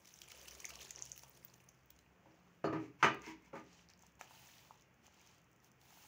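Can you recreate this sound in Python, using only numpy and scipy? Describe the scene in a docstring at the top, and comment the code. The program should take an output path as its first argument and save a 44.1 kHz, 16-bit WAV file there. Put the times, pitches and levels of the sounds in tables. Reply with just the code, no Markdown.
"""In a kitchen, heard close to a phone: water from a metal kettle spatters on flour in a plastic bowl, as
bursts of filtered noise, bubbles and single drops. Across the room the kettle is set down on a counter and
rocks: struck modes, rattling and sliding noise. Then a hand rubs through the crumbly dough, as grainy hiss and
small cracks, and bumps the bowl, which rings briefly. Reflections, air noise and a low wavering hum lie behind.
"""
import sys
import numpy as np
from scipy import signal
from scipy.io import wavfile
from scipy.ndimage import uniform_filter1d

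SR = 44100
rng = np.random.default_rng(int(sys.argv[2]) if len(sys.argv) > 2 else 0)


def transcribe(signal):
    """Save signal, clipped to [-1, 1], as a 16-bit WAV file at the path in sys.argv[1]."""
    frames = np.atleast_2d(signal).T
    limited = np.clip(frames, -1, 1)
    pcm = np.round(limited * 32767).astype(np.int16)
    wavfile.write(sys.argv[1], SR, pcm)


def to_linear_factor(level_db):
    """Convert decibel levels (scalar or array-like) to linear amplitude factors."""
    exponent = np.asarray(level_db, float) / 20
    return 10 ** exponent


N = 268083  # length in samples

# Close by: the water while it pours and drips, then from about 2.1 s a faint low rustle.
# Each row: time in seconds, spray level in dB, fine spray above 8 kHz in dB, gurgle level in dB.
POUR = [(0.0, -69.5, -70, -78), (0.12, -66, -65.5, -85), (0.31, -64, -67.5, -72), (0.46, -59, -60.5, -73),
        (0.71, -59.5, -65, -66.5), (0.86, -56, -61, -68.5), (0.9, -62.5, -69, -79),
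        (0.98, -57.5, -70, -66.5), (1.08, -62, -64.5, -78), (1.3, -70.5, -66, -75),
        (1.49, -70.5, -71.5, -79), (1.66, -84, -77.5, -80), (1.9, -85, -92, -88), (2.02, -83, -80, -88),
        (2.1, -98, -104, -82), (2.3, -79, -103, -76.5), (2.6, -84, -88, -80)]
# Colour of the spray on flour. Each row: frequency in Hz, level in dB.
SPRAY_COLOUR = [(500, -27.5), (1000, -20), (2500, -8.5), (4000, -8.5), (6000, -5.5), (10000, -6.5),
                (16500, -12.5)]
# The clearest drops bursting. Each row: time in seconds, level in dB, starting pitch in Hz,
# broad snap relative to the bubble in dB.
DROPS = [(0.055, -50.5, 5800, 5), (0.0733, -52, 5650, 13.5), (0.1388, -44.5, 5960, -5),
         (0.188, -48.5, 5960, 2), (0.2172, -45, 3180, 10), (0.2853, -37.5, 9800, -12),
         (0.3044, -52, 2180, 8), (0.3184, -50.5, 2930, 13.5), (0.376, -53, 6300, 7), (0.482, -46, 2790, 15),
         (0.509, -42, 5400, 0), (0.5507, -50, 6500, 10), (0.602, -45.5, 6650, 11), (0.6437, -38, 2110, -4),
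         (0.6527, -31.5, 6390, 0.5), (0.704, -45.5, 2540, 12.5), (0.7554, -41, 5890, 5.5),
         (0.7886, -48, 2900, -7), (0.808, -45.5, 3100, -3), (0.907, -32.5, 6700, 2),
         (0.9591, -36.5, 5700, -19), (0.99, -39, 5700, -14), (1.0224, -27.5, 6360, -23),
         (1.061, -41.5, 5750, 1), (1.117, -31, 6250, -18), (1.177, -35.5, 15200, 0), (1.2343, -50, 6150, 8),
         (1.295, -40, 14700, -19), (1.448, -28.5, 14800, -20), (1.5395, -52.5, 6400, 7.5),
         (1.6012, -59.5, 2470, 9), (1.6885, -47, 6220, -1), (1.858, -52, 15100, -8),
         (1.9043, -38, 14800, -5), (1.9628, -64, 6560, 9), (1.989, -59.5, 3900, 10.5),
         (2.061, -62, 2400, -13)]

# Close by: strokes of the hand through the dough. Each row: start in seconds, length in seconds,
# share of the length until fullest, rubbing level in dB, fine hiss above 8 kHz in dB.
STROKES = [(3.615, 0.25, 0.61, -64, -84), (3.894, 0.041, 0.12, -64.5, -84), (3.997, 0.13, 0.35, -70.5, -80),
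           (4.193, 0.09, 0.22, -59.5, -68), (4.272, 0.52, 0.27, -60.5, -65), (4.777, 0.081, .3, -72.5, -87),
           (4.998, 0.086, 0.77, -65, -73), (5.059, 0.36, 0.57, -66, -77), (5.615, 0.081, 0.55, -70, -71.5),
           (5.791, 0.58, 0.46, -62.5, -63.5)]
# Colour of the rubbing. Each row: frequency in Hz, level in dB.
RUB_COLOUR = [(200, -34.5), (400, -25), (600, -13), (830, -5.5), (1300, -16.5), (2570, -9), (4000, -10.5),
              (6000, -11.5), (11000, -8.5), (16500, -10.5)]
# The clearest crumbs cracking and sticky dough letting go. Each row: time in seconds, level in dB,
# starting pitch in Hz, broad snap relative to the bubble in dB.
CRUMBS = [(3.1452, -61, 3500, 22), (3.2187, -43.5, 6300, -4), (3.2635, -43.5, 5030, -7),
          (3.423, -64, 6180, 8), (3.5548, -57, 6390, 7), (3.6405, -61, 6200, 4), (3.7294, -54, 5600, -2),
          (3.7793, -59, 6460, 5), (3.8873, -50, 4950, -7), (3.8997, -51, 4840, 0), (3.9354, -50, 4750, -3),
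          (3.9918, -52, 6130, -1), (4.0232, -47, 6730, -1), (4.0658, -59, 6600, 16), (4.1948, -57, 6600, 2),
          (4.2114, -40.5, 6970, 2), (4.582, -49.5, 3720, 1), (4.7965, -57.5, 3640, 3),
          (4.8094, -54, 6200, 1), (4.8214, -51, 6060, -1), (5.0661, -48.5, 6430, -2), (5.143, -53, 6520, 1),
          (5.1952, -52, 6400, -5), (5.214, -54.5, 5700, 6), (5.2634, -53, 5800, 4),
          (5.2727, -53.5, 5430, 6), (5.3817, -61, 5700, 8), (5.4165, -61, 6410, 5), (5.5148, -64, 6350, 14),
          (5.5617, -65, 6640, 9), (5.6445, -49.5, 6100, 2), (5.7159, -54.5, 5900, 5),
          (5.8142, -56, 3850, 10), (5.867, -53, 15200, -10)]
# Colour of the cracks. Each row: frequency in Hz, level in dB.
CRACK_COLOUR = [(1000, -52), (3000, -24), (6000, 0), (16500, -2.5)]

# Close by: knuckles and lumps against the bowl. Each row: time in seconds, peak level in dB,
# favoured pitch in Hz, fall in dB half an octave away from it.
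BUMPS = [(1.2343, -51, 900, 21), (4.035, -56, 740, 4), (4.211, -34.5, 1350, -1.5), (4.309, -51.5, 900, 17),
         (4.708, -45, 1010, 26), (5.080, -57, 800, 13.5), (5.973, -55, 800, 11)]
# Modes of the plastic bowl. Each row: frequency in Hz, relative level in dB, 60 dB decay in seconds.
BOWL_MODES = [(710, -29, 0.09), (778, 4, 0.029), (900, 13, 0.01), (1260, -4.5, 0.0066), (1280, 13.5, 0.011),
              (1666, 2, 0.039), (2400, 16.5, 0.0057), (3000, -20, 0.03)]

# Across the kitchen: the kettle meeting the counter. Each row: time in seconds, counter level in dB,
# kettle body level in dB, clatter level in dB, contact time in ms.
KNOCKS = [(2.256, -56.5, -87, -69.5, 1.9), (2.640, -28.5, -37, -42, 4.1), (2.671, -42, -38.5, -43.5, 6.7),
          (2.726, -30.5, -40.5, -45.5, 4), (2.758, -48.5, -62.5, -48, 4.5), (3.027, -32, -19.5, -26.5, 1.4),
          (3.043, -27, -23, -30.5, 1), (3.267, -44.5, -71, -73, 6.6), (3.53, -43, -55, -51, 5.6),
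          (3.555, -46, -50, -51, 3.5)]
# Kettle base sliding on the counter. Each row: start in seconds, length in seconds,
# share of the length until fullest, level in dB.
SLIDES = [(2.769, 0.14, 0.42, -67), (2.978, 0.093, 0.51, -62), (3.186, 0.16, .58, -55.5),
          (3.4, .11, 0.56, -71), (3.526, 0.11, 0.4, -64)]
# Colour of the sliding, with a few peaks for the body's modes. Each row: frequency in Hz, level in dB.
SCRAPE_COLOUR = [(500, -27), (800, -11.5), (946, 1), (1100, -7), (1900, -7.5), (2150, 1.5), (2350, -6),
                 (2570, -3.5), (2900, -12), (4000, -15.5), (6500, -14.5), (9000, -20.5), (16500, -27)]
# Modes of the counter, the kettle's body and its rim.
# Each row: frequency in Hz, relative level in dB, 60 dB decay in seconds.
COUNTER_MODES = [(129.2, -18, 0.12), (161.2, -10.5, 0.19), (230, -5.5, 0.061), (283.7, -4.5, 0.24),
                 (317.5, -4, 0.25), (408, 3.5, 0.084), (537, 6.5, 0.032), (681, 9.5, 0.025),
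                 (828, -7, 0.11), (953, 0.5, 0.05)]
BODY_MODES = [(950, -17, 0.033), (1037, -8.5, 0.12), (1128, -0.5, 0.07), (1213, 2, 0.19),
              (1280, -15.5, 0.18), (1314, 10, 0.018), (1524, -4, 0.071), (1514, 5, 0.035),
              (1580, -9, 0.091), (1760, -3.5, 0.083), (1856, -18, 0.17), (2035, -9, 0.104),
              (1937, -13, 0.094), (2380, -14, 0.28), (2910, -13, 0.096), (3800, -17, 0.079),
              (4770, -24, .06), (5500, -45, .08), (5960, -16.5, .08), (6300, -13.5, 0.065),
              (8100, -21.5, 0.15)]
RIM_MODES = [(4373, 3, 0.15), (4840, -5, 0.16), (6390, -11, .12), (7070, -4, .1), (9200, -3, .06),
             (10100, -5, .08)]
# Colour of the loose rattle before the contact tilts it. Each row: frequency in Hz, level in dB.
CLATTER_COLOUR = [(80, -39), (140, -9), (300, -22), (1000, -10), (2700, -14), (3200, -23.5), (6200, -29),
                  (8900, -34), (16500, -51)]

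# Reverberation of the kitchen. Each row: frequency in Hz, 60 dB decay in seconds.
KITCHEN_DECAY = [(150, 0.46), (500, 0.34), (1500, 0.26), (4000, 0.31), (10000, 0.11)]
# Colour of the air noise. Each row: frequency in Hz, level in dB.
AIR_COLOUR = [(30, -13), (60, -4), (177, -5), (300, -9), (620, -14.5), (1400, -16), (2500, -18),
              (4000, -29.5), (7000, -28.5), (9000, -31), (16500, -30)]
# Low hum. Each row: frequency in Hz, width in Hz, steady level in dB.
HUM = [(64.7, 3.9, -90), (129, 4.4, -83.5), (177, 9.9, -84.5)]
# The hum swells now and then. Each row: start in seconds, length in seconds, row of HUM from 0, level in dB.
HUM_SWELLS = [(0.13, 1.27, 0, -70.5), (0.72, 1.2, 1, -76.5), (1.27, 0.55, 2, -84), (2.07, 0.38, 1, -80),
              (2.08, 2.5, 2, -77.5), (2.65, 0.63, 1, -70), (3.1, 0.42, 0, -75), (4.155, 0.61, 1, -82),
              (3.1, 1.5, 0, -83), (1.8, 0.46, 0, -79)]
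# Response of the microphone. Each row: frequency in Hz, gain in dB.
MICROPHONE = [(15, -52), (45, -8), (70, 0.5), (150, 0.5), (3000, 1.5), (3800, -2.5), (5000, -0.5),
              (6300, 2.5), (7400, -2.5), (7900, -9), (13800, -10), (14800, 2), (15600, 1.5), (15950, -25),
              (17000, -39)]


def water():
    """Dense spray of tiny bursts, low bubbling gurgle, clear drops and droplets; a faint rustle at the end."""
    spray_db, fine_db, gurgle_db = curves(POUR)
    spray = through(grains(95, spread_db=2.0, cycles=3.8, share=0.89, clump_db=4.5), SPRAY_COLOUR)
    t = np.arange(1500) / SR
    gurgle = np.zeros(N)
    for hz in np.geomspace(360, 1300, num=16):
        # each bubble rises in pitch as it nears the surface
        bubble = np.sin(2 * np.pi * hz * t * (1 + 1.5 * t)) * t * np.exp(-t * hz / 1.18) * hz ** 1.27
        births = rng.exponential(1, N) * (rng.random(N) < 70 / SR)  # about 70 a second at each pitch
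        gurgle += signal.oaconvolve(births, bubble)[:N]
    dripping_s = (POUR[0][0], DROPS[-1][0])
    # droplet levels follow the spray
    droplets = scattered(dripping_s, spray_db + 5, span_hz=(2600, 7500), spread_db=5.0, count=36)
    drops = ticks(DROPS + droplets, SPRAY_COLOUR, cycles=4.2, splash_share=0.7, splash_ms=2.22)
    return brightened(spray, to_linear_factor(spray_db), to_linear_factor(fine_db)) + to_linear_factor(gurgle_db) * evened(gurgle) + drops


def hand():
    """Dry flour hisses under the palm in swelling strokes of grainy noise, and crumbs crack as short ticks."""
    low = sum(to_linear_factor(db) * arch(*stroke, roundness=0.65) for *stroke, db, _ in STROKES)
    # the fine hiss keeps closer to the height of each stroke
    fine = sum(to_linear_factor(db) * arch(*stroke, roundness=0.78) for *stroke, _, db in STROKES)
    rub = through(grains(120, spread_db=6.0, cycles=3.3, share=0.2, clump_db=2), RUB_COLOUR)
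    kneading_s = (3.15, 6.05)
    small = scattered(kneading_s, np.full(N, -62), span_hz=(5060, 7020), spread_db=2.5, count=30)
    cracks = ticks(CRUMBS + small, CRACK_COLOUR, cycles=2.57, splash_share=0.38, splash_ms=2.1)
    return brightened(rub, low, fine) + cracks


def bowl():
    """Short plastic rings; a soft lump wakes only the modes near one pitch."""
    out = np.zeros(N)
    for s, db, centre_hz, fall_db in BUMPS:
        woken = []
        for hz, mode_db, t60 in BOWL_MODES:
            half_octaves = 2 * np.log2(hz / centre_hz)
            woken.append((hz, mode_db - fall_db * half_octaves ** 2, t60))
        add(out, s, to_linear_factor(db) * ring(woken, contact_ms=0.34, scatter=0.58))
    return out


def kettle():
    """Every contact rings the counter and the kettle's body, with a rattle of loose metal; it also slides."""
    out, t = np.zeros(N), np.arange(6000) / SR
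    # a landing rings the rim, which takes up the blow slowly
    add(out, 2.64, to_linear_factor(-51) * ring(RIM_MODES, contact_ms=13, rough=0.18))
    for s, counter_db, body_db, clatter_db, contact_ms in KNOCKS:
        tilt_db = 0.17 - 1.5 * contact_ms  # treble per octave falls as the contact lengthens
        add(out, s, to_linear_factor(counter_db) * ring(COUNTER_MODES, contact_ms, rough=0.9))
        add(out, s, to_linear_factor(body_db) * ring(BODY_MODES, contact_ms, tilt_db, rough=1.1))
        tilted = [(hz, db + 0.6 * tilt_db * np.log2(hz / 1000)) for hz, db in CLATTER_COLOUR]
        rattle = signal.oaconvolve(rng.standard_normal(6000), colour(tilted))[:6000]
        onset = 1 - np.exp(-t * 4000 / contact_ms)
        fade = np.exp(-t * 1000 / (contact_ms + 14))
        add(out, s, to_linear_factor(clatter_db) * evened(rattle) * fade * onset)
    slide = sum(to_linear_factor(db) * arch(*move, roundness=1.5) for *move, db in SLIDES)
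    return out + slide * through(rng.standard_normal(N), SCRAPE_COLOUR)


def kitchen(x):
    """Sparse reflections of random sign, each band dying at its own speed."""
    taps = np.zeros(SR // 2)
    at = np.arange(200, len(taps) - 20, 20)
    taps[at + rng.integers(0, 20, len(at))] = rng.choice([-1., 1.], len(at))
    hz, t, z = signal.stft(taps, SR, nperseg=256)
    fade = to_linear_factor(-60 * t / read(KITCHEN_DECAY, hz)[:, None])
    tail = signal.istft(z * fade, SR, nperseg=256)[1]
    return signal.fftconvolve(x, tail / np.linalg.norm(tail))[:N]


def room_tone():
    """Steady air noise and a wavering low hum of narrow noise bands that swell now and then."""
    air = to_linear_factor(-71.5) * through(rng.standard_normal(N), AIR_COLOUR)
    levels = [to_linear_factor(db) * np.ones(N) for *_, db in HUM]
    for start, length, tone, db in HUM_SWELLS:
        levels[round(tone)] += to_linear_factor(db) * arch(start, length, fullest=0.37, roundness=0.98)
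    hum = sum(level * fuzzy_tone(hz, width_hz) for level, (hz, width_hz, _) in zip(levels, HUM))
    return air + hum


def ticks(rows, spectrum, cycles, splash_share, splash_ms):
    """Each tick is a tiny bubble of a few cycles and a broad snap, among a few smaller droplets or crumbs."""
    out, t = np.zeros(N), np.arange(1500) / SR
    snap = colour(spectrum)[:300]
    snap = snap / abs(snap).max()
    lead = 2e-3  # seconds by which the smaller bits begin ahead
    for s, db, hz, snap_db in rows:
        u = t * hz / max(cycles, .5)
        bubble = np.exp(-((u - 1) / 0.5) ** 2) * np.sin(2 * np.pi * hz * t * (1 + 0.018 * u))
        v = t[:600] * 1000 / splash_ms
        small = rng.standard_normal(600) * (rng.random(600) < .035) * v * np.exp(1 - v)
        add(out, s + lead / 3, to_linear_factor(db) * bubble)
        add(out, s + lead / 2, to_linear_factor(db + snap_db) * snap)
        splash = splash_share * signal.oaconvolve(small, snap)
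        add(out, max(s - lead, 0), to_linear_factor(db + snap_db) * splash)
    return out


def scattered(span, level_db, span_hz, spread_db, count):
    """Tick rows at random moments, pitches and sizes about a level."""
    when, pitch, size, snap = rng.random((count, 4)).T
    s = span[0] + when * (span[1] - span[0])
    hz = span_hz[0] + (span_hz[1] - span_hz[0]) * np.sqrt(pitch)  # more of them high than low
    db = level_db[(s * SR).astype(int)] - spread_db * np.log(size + 0.031)  # a few far stronger
    return list(zip(s, db, hz, 8 * snap - 4))


def grains(per_s, spread_db, cycles, share, clump_db):
    """Hiss mixed with tiny bursts of a few cycles at scattered pitches; their level swells in clumps."""
    slow = uniform_filter1d(uniform_filter1d(rng.standard_normal(N), size=300), size=300)
    clumps = to_linear_factor(clump_db * evened(slow))
    t, out = np.arange(400) / SR, np.zeros(N)
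    for hz in np.geomspace(600, 16000, num=28):
        u = t * hz / cycles
        burst = np.sqrt(hz) * u * np.exp(-2 * u) * np.sin(2 * np.pi * hz * t)
        struck = rng.random(N) < per_s * np.sqrt(hz / 6000) / SR  # per_s holds at 6 kHz
        size = to_linear_factor(spread_db * np.minimum(rng.exponential(1, N), 4)) * struck
        out += signal.oaconvolve(size, burst)[:N]
    share = np.clip(share, 0, 1)  # of the power
    return np.sqrt(share) * evened(out * clumps) + np.sqrt(1 - share) * rng.standard_normal(N)


def ring(modes, contact_ms, tilt_db=0, rough=0, scatter=1):
    """Modes that swell during the contact and die away, peak 1; tilt_db per octave weighs them about 1 kHz."""
    t = np.arange(SR // 2) / SR
    luck_db = rng.standard_normal(len(modes))
    phases = scatter * rng.random(len(modes))  # in turns
    tones = np.zeros(len(t))
    for (hz, db, t60), luck, phase in zip(modes, luck_db, phases):
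        smooth = round(4 * SR / np.sqrt(hz * 100))  # samples
        shaking = evened(uniform_filter1d(rng.standard_normal(len(t)), size=smooth))
        chatter = 1 + rough * min(1, 0.094 / t60) * shaking  # loose contact blurs the damped modes most
        level_db = db + 1.5 * luck + tilt_db * np.log2(hz / 1000) - 60 * t / t60
        tones += chatter * to_linear_factor(level_db) * np.sin(2 * np.pi * (hz * t + phase))
    sound = tones * (1 - np.exp(-t * 1000 / max(contact_ms, .05))) ** 2
    return sound / abs(sound).max()


def fuzzy_tone(hz, width_hz, steady=0.88):
    """Noise in a narrow resonance, its level partly evened out."""
    r = np.exp(-np.pi * width_hz / SR)
    slow = signal.lfilter([1], [1, -2 * r, r * r], rng.standard_normal((N, 2)) @ [1, 1j])
    slow = slow / (abs(slow) + steady * abs(slow).mean())
    return evened((slow * np.exp(2j * np.pi * hz * np.arange(N) / SR)).real)


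def arch(start, length, fullest, roundness):
    """Rises to 1 at a share of the length and sinks again."""
    u = np.clip((np.arange(N) / SR - start) / length, 0, 1)
    bend = np.log(.5) / np.log(np.clip(fullest, .05, .95))
    return abs(np.sin(np.pi * u ** bend)) ** roundness * (u < 1)


def brightened(x, low, fine):
    """Sets the levels below and above 8 kHz apart."""
    high_pass = signal.butter(N=4, Wn=8000, btype="high", fs=SR, output="sos")
    top = signal.sosfiltfilt(high_pass, x)
    return low * (x - top) + fine * evened(top)


def evened(x):
    """Scales a sound to an rms of 1."""
    return x / np.sqrt(np.mean(x ** 2) + 1e-20)


def read(points, hz):
    """Reads a table of frequencies and values along a logarithmic frequency scale."""
    f, value = np.transpose(points)
    return np.interp(np.log(hz + 1), np.log(f + 1), value)


def curves(table):
    """Columns of a table at every sample; -120 dB outside its span."""
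    s, *columns = np.transpose(table)
    return [np.interp(np.arange(N) / SR, s, c, left=-120, right=-120) for c in columns]


def add(mix, s, sound):
    """Lays a sound into the mix from s seconds on."""
    part = mix[round(s * SR):][:len(sound)]
    part += sound[:len(part)]


def colour(spectrum, size=2048):
    """Causal, minimum-phase impulse response of a spectrum."""
    gain_db = read(spectrum, abs(np.fft.fftfreq(size, 1 / SR)))
    log_gain = np.log(to_linear_factor(np.maximum(gain_db, -100)))
    return np.fft.ifft(np.exp(np.conj(signal.hilbert(log_gain)))).real[:size // 2]


def through(x, spectrum):
    """Colours a sound with a spectrum, at an rms of 1."""
    return evened(signal.oaconvolve(x, colour(spectrum))[:N])


def scene():
    """The far kettle excites the room more strongly than the near sounds at the bowl."""
    far, near, bumps = kettle(), water() + hand(), bowl()
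    wet = kitchen(to_linear_factor(-5) * far + to_linear_factor(-11) * near + to_linear_factor(-11) * bumps)
    return (far + near + bumps + wet + room_tone())[None]


def low_pass(x):
    """Removes everything above the highest recorded frequency."""
    return signal.sosfilt(signal.butter(12, 16790, fs=SR, output="sos"), x)


def record(dry):
    """The phone's microphone colours the whole scene."""
    heard = signal.oaconvolve(dry, colour(MICROPHONE)[None], axes=1)[:, :N]
    return low_pass(heard)


dry = scene()
out = record(dry)
transcribe(out)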